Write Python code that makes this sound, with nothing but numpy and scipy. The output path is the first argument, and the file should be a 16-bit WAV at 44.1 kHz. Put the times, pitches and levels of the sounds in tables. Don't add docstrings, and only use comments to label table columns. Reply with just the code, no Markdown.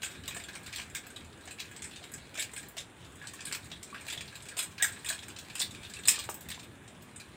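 import sys
import numpy as np
from scipy import signal
from scipy.fft import rfft, irfft
from scipy.io import wavfile
from scipy.ndimage import uniform_filter1d

SR = 44100
rng = np.random.default_rng(int(sys.argv[2]) if len(sys.argv) > 2 else 0)


def boost(x):
    u = np.asarray(x, float) / 20
    return 10 ** u


def store_wav(level_fs):
    pcm = np.round(np.clip(np.atleast_2d(level_fs), -1, 1) * 32767)
    wavfile.write(sys.argv[1], SR, pcm.T.astype(np.int16))


N = 324576

# f/Hz, width/Hz, relative level/dB
STICK_MODES = [(1000, 920, -4.5), (1640, 113, 4), (1750, 910, -6), (1850, 120, -4), (2280, 210, -3.5),
               (2520, 153, -2.5), (2814, 86, -16), (3100, 2900, -4.5), (3350, 130, -1.5), (3603, 150, -1.5),
               (3954, 330, -1), (4190, 320, -7.5)]
# f/Hz, width/Hz, relative level/dB
LINK_MODES = [(5110, 180, -8.5), (6990, 390, -4.5), (7720, 170, -0.5), (8100, 170, 0), (8260, 114, 0.5),
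              (8640, 150, -6.5), (6370, 1700, -13.5), (7360, 270, -4.5), (8100, 970, -8.5),
              (8580, 260, -6.5), (9140, 570, -11)]
# f/Hz, width/Hz, relative level/dB
OVERTONE_MODES = [(10350, 1300, -1), (11750, 620, 2), (12500, 500, -12), (12100, 4000, -7),
                  (14400, 260, -9), (14800, 1700, 9.5)]


def unit(x):
    return x / np.sqrt(np.mean(x ** 2) + 1e-20)


def along(points, hz):
    f, value = np.transpose(points)
    return np.interp(np.log(hz + 1), np.log(f + 1), value)


def ringing(blows, modes, scatter_db, lean_db=0):
    f = np.fft.rfftfreq(blows.shape[1], 1 / SR)
    hz, width, db = np.transpose(modes)[:, :, None]

    def peak(peak_width):
        return 1j * f * peak_width / (hz ** 2 - f ** 2 + 1j * f * peak_width)

    shape = boost(db) * peak(width) * peak(width + hz / 2)
    size = (len(blows), len(modes))
    strengths = boost(scatter_db * rng.standard_normal(size) + lean_db)
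    strengths *= rng.choice([-1, 1], size)
    return irfft(rfft(blows) * (strengths @ shape), blows.shape[1])


def collisions(shape, per_s, spread_db, scrape):
    hits = rng.random(shape) < per_s / SR
    ticks = hits * boost(spread_db * rng.standard_normal(shape)) * rng.choice([-1, 1], shape)
    return unit(ticks) + scrape * rng.standard_normal(shape)


def placed(rows, times):
    at = np.round(times * SR).astype(int)[:, None] + np.arange(rows.shape[1])
    return np.bincount(at.ravel(), rows.ravel(), N + rows.shape[1])[:N]


def chain():
    # t/s, link level/dB, stick level/dB, favoured stick pitch f/Hz, overtone level/dB
    strong_jerks = [(.019,-50,-43.5,3230,-59),(.03,-42,-35.5,2500,-50),(.0442,-38,-43,2450,-56),(.058,-49,-45,2500,-60),(.112,-51,-53,2870,-65),(.2567,-55,-50,2760,-59),(.2778,-39.5,-38,3650,-43),(.3073,-61,-42.5,2380,-68),(.3457,-43.5,-44.5,2200,-55),(.3652,-43,-43,2070,-57),(.3988,-53,-45,2520,-68),(.437,-46.5,-47.5,2450,-71),(.4843,-62,-43.5,2160,-66),(.5518,-46,-44.5,2620,-61),(.6613,-49,-46.5,2600,-56),(.6767,-63,-47,1680,-70),(.7263,-48.5,-44,2500,-67),(.7334,-61,-42.5,2500,-72),(.747,-57,-49,3300,-65),(.759,-42.5,-39.5,3750,-48),(.782,-48,-42,2630,-61),(.7976,-48,-39.5,2320,-60),(.815,-57,-47.5,2500,-64),(.9481,-39.5,-39,2380,-43.5),(.965,-43,-45,3080,-57),(1.0657,-53.5,-50.5,2160,-52),(1.1023,-52.5,-53,1790,-70),(1.1605,-51,-43.5,3250,-64),
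                    (1.4537,-53,-61,2370,-64),(1.4748,-51,-47,2280,-72),(1.5079,-48,-46.5,2280,-61),(1.5845,-66,-47,2550,-71),(1.5944,-60,-44,3000,-76),(1.6006,-45,-38,3430,-50),(1.712,-55,-51,2120,-63),(1.762,-47.5,-52,2340,-63),(1.8208,-42.5,-46.5,2770,-66),(1.8406,-41.5,-47,2030,-68),(1.8635,-54,-66,2160,-70),(1.9595,-53,-46.5,2800,-72),(2.0391,-54,-46,2520,-73),(2.1165,-53,-56,1750,-53),(2.1371,-40.5,-50,1630,-56),(2.3418,-53,-50,2580,-66),(2.3526,-49,-44.5,2240,-63),(2.374,-44,-40.5,2360,-58),(2.3856,-45,-39,2050,-57),(2.3948,-35.5,-34.5,2650,-54),(2.4121,-48,-42,2950,-61),(2.4228,-40,-39,2550,-48),(2.534,-44.5,-51,1970,-56),(2.5627,-43.5,-42.5,2680,-65),(2.5763,-43,-47,2100,-65),(2.629,-52,-52,2170,-61),(2.6849,-54.5,-73,2140,-50),(2.7678,-50,-45,3410,-55),(2.7791,-42,-39,3270,-58),(2.8033,-54,-48,3100,-68),
                    (3.2143,-81,-50,1610,-78),(3.24,-77,-47,1640,-78),(3.2706,-44,-45.5,2950,-60),(3.3354,-48,-53,1850,-56),(3.4058,-47.5,-45.5,2500,-71),(3.4522,-38.5,-44,2820,-60),(3.469,-45,-45,2380,-61),(3.4804,-48,-52,3010,-67),(3.512,-53,-41,2270,-57),(3.524,-36,-35.5,3020,-48),(3.5479,-41.5,-37.5,2700,-45),(3.643,-54,-69,2860,-63),(3.7145,-56,-42.5,3440,-62),(3.8288,-44,-50.5,3250,-58),(3.944,-57,-42,1860,-72),(3.979,-71,-49,2200,-73),(4.0089,-51.5,-51,2300,-63),(4.0668,-56,-53,3130,-58),(4.081,-45.5,-41.5,2200,-57),(4.0998,-42.5,-39,3470,-58),(4.124,-44,-40,3680,-56),(4.1747,-54,-44,3410,-64),(4.207,-45.5,-40.5,2640,-60),(4.277,-68,-48.5,3100,-69),(4.3534,-49,-46,3350,-60),(4.422,-49,-64,3560,-74),(4.4543,-56,-53,1990,-65),(4.4848,-44.5,-48,2440,-59),
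                    (4.5672,-40,-44,3790,-55),(4.578,-38,-40.5,3250,-53),(4.5883,-31.5,-34,3600,-41),(4.607,-43,-43,3540,-57),(4.6257,-38,-45,2680,-48),(4.6405,-53,-59,3400,-60),(4.78,-74,-42,2830,-71),(4.7959,-74,-44,1640,-78),(4.808,-75,-44,1620,-74),(4.823,-24.5,-29,2600,-32),(4.842,-35.5,-33,1690,-38),(4.88,-45,-46,3200,-59),(4.9205,-45.5,-52,1810,-63),(4.96,-70,-53,1500,-80),(4.9882,-54,-65,2560,-75),(5.0455,-43,-44.5,1750,-65),(5.0595,-41,-39,2810,-54),(5.0735,-48,-46,2600,-59),(5.087,-36,-34,3240,-41),(5.1,-36,-37.5,1750,-55),(5.125,-47,-41,3280,-55),(5.146,-49,-50,3470,-68),(5.1885,-53,-47,3180,-71),(5.23,-53,-48,2280,-75),(5.281,-47,-49.5,2360,-55),(5.3622,-54,-45,3220,-65),(5.3864,-47.5,-46,3460,-54),(5.499,-57,-45,2530,-72),
                    (5.5524,-39,-40.5,3180,-64),(5.5808,-47,-46,2330,-62),(5.5928,-34.5,-48,3060,-50),(5.5993,-32.5,-35,3670,-52),(5.6158,-38,-30,3500,-40),(5.708,-50,-49.5,3400,-70),(5.747,-57,-46,2780,-67),(5.8477,-68,-45,3550,-70),(5.8976,-50,-52,2660,-59),(5.9367,-44,-44.5,3200,-70),(5.9664,-58,-50,2640,-74),(5.9884,-48,-49,2160,-77),(6.0532,-40.5,-37.5,3950,-60),(6.0746,-27,-45,2400,-37),(6.0821,-19,-27.5,2730,-29),(6.0938,-40,-38,2850,-45),(6.113,-49,-37.5,2920,-50),(6.139,-49,-40.5,2360,-63),(6.156,-47,-38.5,2800,-71),(6.1884,-38,-42,3030,-52),(6.1962,-48,-40.5,2760,-50),(6.2383,-48,-49,3250,-55),(6.2937,-41,-57,2390,-44),(6.3103,-49,-54,3360,-65),(6.3415,-46.5,-68,2320,-42.5),(6.4067,-52,-61,2870,-49),(6.4864,-47,-45.5,2410,-48),(6.5013,-43,-43.5,2370,-51),(6.5141,-59,-40,3120,-66),(6.5441,-55,-47,3000,-72),(6.594,-52,-49.5,2790,-63),(6.6293,-59,-52.5,2670,-63),(6.877,-55.5,-55,3370,-79),(7.02,-61,-75,2080,-57),(7.16,-46,-59,2170,-71),(7.1983,-56,-47.5,2520,-74)]
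    jerks = np.vstack([strong_jerks, small_jerks()])
    s, links_db, stick_db, stick_hz, overtone_db = jerks.T[:, :, None]

    t = np.arange(8192) / SR
    rattle_t60_s, rise_s = 0.11, 0.00066
    run = np.ones_like(s) * boost(-60 * t / rattle_t60_s) * (1 - np.exp(-t / rise_s)) * (t < .16)
    run *= 1 + 0.58 * np.exp(-t / 0.002)
    blows = run * collisions(run.shape, per_s=3000, spread_db=2.5, scrape=0.77)

    octaves_off = np.log2(np.transpose(STICK_MODES)[0] / stick_hz)
    favoured_db = np.maximum(-30 * octaves_off ** 2, -14)
    parts = (
        (STICK_MODES, stick_db, favoured_db),
        (LINK_MODES, links_db, 0),
        (OVERTONE_MODES, overtone_db, 0),
    )
    sound = 0
    for modes, db, lean_db in parts:
        part = ringing(blows, modes, 2.24, lean_db)
        start = np.sqrt(np.mean(part[:, :SR // 125] ** 2, axis=1, keepdims=True))
        sound += boost(db) * part / start
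    return placed(sound, s[:, 0])


def small_jerks():
    count, scatter_db = 150, 3.5
    s = (np.arange(count) + rng.random(count)) * N / SR / count
    links, stick, overtones, pitch = rng.standard_normal((count, 4)).T
    links_db = trembling_db(s) - 9 + scatter_db * links
    stick_db = trembling_db(s) - 3 + scatter_db * stick
    overtone_db = links_db - 15 + scatter_db * overtones
    stick_hz = 2500 * 2 ** (0.29 * pitch)
    return np.transpose([s, links_db, stick_db, stick_hz, overtone_db])


def trembling_db(s):
    # t/s, level/dB
    liveliness = [(0.0, -46), (0.31, -54.5), (0.47, -51), (1.29, -57.5), (1.95, -52), (2.33, -57.5),
                  (2.6, -52), (2.83, -63.5), (3.11, -54.5), (3.44, -52), (3.79, -56.5), (4.08, -51),
                  (4.86, -56), (4.98, -50.5), (5.64, -53), (6.17, -48.5), (6.82, -61.5), (7.36, -58.5)]
    return np.interp(s, *np.transpose(liveliness))


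def tremble():
    window, hop = 4096, 2048
    starts = np.arange(0, N / SR, hop / SR)
    blows = collisions((len(starts), 2 * window), per_s=2500, spread_db=8.5, scrape=1.4)
    blows[:, :window] *= np.sqrt(np.hanning(window))
    blows[:, window:] = 0
    light = ringing(blows, LINK_MODES, 0.78)
    light += boost(2.5) * ringing(blows, STICK_MODES, 4)
    light += boost(-19) * ringing(blows, OVERTONE_MODES, 2.6)
    level_db = trembling_db(np.arange(N) / SR) - 5.5
    return boost(level_db) * unit(placed(light, starts))


def slaps():
    # t/s, knock level before rise and decay/dB, knock f/Hz, puff over knock/dB
    skin_hits = [(.018,-51,435,3),(.287,-46,1080,-2),(.364,-42.5,694,6.5),(.793,-44,1000,6),(1.161,-51,1186,0),(1.475,-44.5,750,-2),(1.756,-51,440,5),(2.02,-47.5,720,-1),(2.381,-40.5,637,-4),(2.536,-52,445,12),(2.769,-42.5,665,-13),(3.336,-47,1100,-2),(3.525,-50.5,890,13),(3.714,-51.5,659,9),(3.928,-37.5,1134,-17),(4.067,-48.5,662,2),(4.168,-48,710,0.1),(4.572,-44.5,703,4),(4.825,-38.5,728,-11),(5.104,-39.5,662,5),(5.607,-44,727,11.5),(5.991,-47,408,-2),(6.078,-41,1004,-7),(6.18,-42,1157,5),(6.29,-38.5,1160,14.5),(6.576,-46,1030,5)]
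    # f/Hz, width/Hz, relative level/dB
    skin_modes = [(437, 470, -3), (835, 1060, 2)]
    s, db, hz, puff_db = np.transpose(skin_hits)[:, :, None]
    t = np.arange(2048) / SR
    knock_t60_s, puff_t60_s, rise_s = 0.06, 0.025, 0.00033
    knock = np.sin(2 * np.pi * hz * t) * boost(-60 * t / knock_t60_s)
    burst = rng.standard_normal(knock.shape) * boost(-60 * t / puff_t60_s)
    puff = ringing(burst, skin_modes, 1.5)
    puff /= np.abs(puff).max(axis=1, keepdims=True)
    rise = 1 - np.exp(-t / rise_s)
    return placed(boost(db) * rise * (knock + boost(puff_db) * puff), s[:, 0])


def pings():
    # t/s, level before rise and decay/dB, f/Hz, time to die by 60 dB t60/s
    ping_rows = [(3.2142,-40.5,1680,0.14),(4.0841,-30,2380,.03),(4.177,-25.5,3420,0.027),(4.799,-33,1660,.05),(4.811,-25,1640,.06),(4.8245,-19.5,1900,0.065),(4.8446,-23.5,1660,0.054),(5.104,-31,1726,.03),(5.1896,-41,3310,.06),(5.965,-38.5,2670,.08),(6.083,-23,2537,.07),(6.0832,-23.5,5090,.09),(6.0834,-28,11700,.03),(6.11,-33,5130,0.072)]
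    s, db, hz, t60 = np.transpose(ping_rows)[:, :, None]
    t = np.arange(4096) / SR
    rise = 1 - np.exp(-t / 0.0015)
    tone = np.sin(2 * np.pi * hz * t)
    return placed(boost(db - 60 * t / t60) * rise * tone, s[:, 0])


def walls(x):
    # f/Hz, time to die by 60 dB t60/s
    dying_times = [(500, 0.3), (3000, 0.19), (12000, 0.15)]
    step, tail_length = 4096, 16384
    pieces = np.pad(x, (0, -N % step)).reshape(-1, step)
    noise = rng.standard_normal((len(pieces), tail_length))
    hz, t, z = signal.stft(noise, SR, nperseg=256)
    decay = boost(-60 * t / along(dying_times, hz)[:, None])
    tails = signal.istft(z * decay, SR, nperseg=256)[1]
    tails /= np.linalg.norm(tails, axis=1, keepdims=True)
    starts = np.arange(len(pieces)) * step / SR
    return placed(signal.fftconvolve(pieces, tails, axes=1), starts + .007)


def yard():
    # f/Hz, relative level per Hz/dB
    colour = [(15, -50), (25, -41), (74, 5), (114, 1), (384, -5.5), (476, -9.5), (911, -13.5), (1650, -14),
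              (2110, -17), (3620, -20.5), (4300, -37), (5570, -34), (8140, -27.5), (9900, -25),
              (10500, -39), (14800, -44), (15700, -36)]
    hz, t, z = signal.stft(rng.standard_normal(N + SR), SR, nperseg=2048)
    patches = uniform_filter1d(rng.standard_normal(z.shape), size=15, axis=0)
    patches = uniform_filter1d(patches, size=4, axis=1)
    z = z * boost(along(colour, hz)[:, None] + 1.52 * unit(patches))
    noise = signal.istft(z, SR, nperseg=2048)[1][:N]
    return boost(-52.5) * unit(noise)


def scene():
    near = chain() + slaps() + pings() + tremble()
    mono = near + boost(-8.0) * walls(near) + yard()
    return np.tile(mono, (2, 1))


def band_limit(x):
    return signal.sosfilt(signal.butter(12, 16330, fs=SR, output="sos"), x)


def record(dry):
    hz = np.fft.rfftfreq(N, 1 / SR)
    slope = boost(-6 * np.clip(hz / 1000 - 14.8, 0, None))
    low_pass_hz = 15800
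    mix = irfft(rfft(dry) * slope * (hz < low_pass_hz), N)
    return band_limit(mix)


dry = scene()
out = record(dry)
store_wav(out)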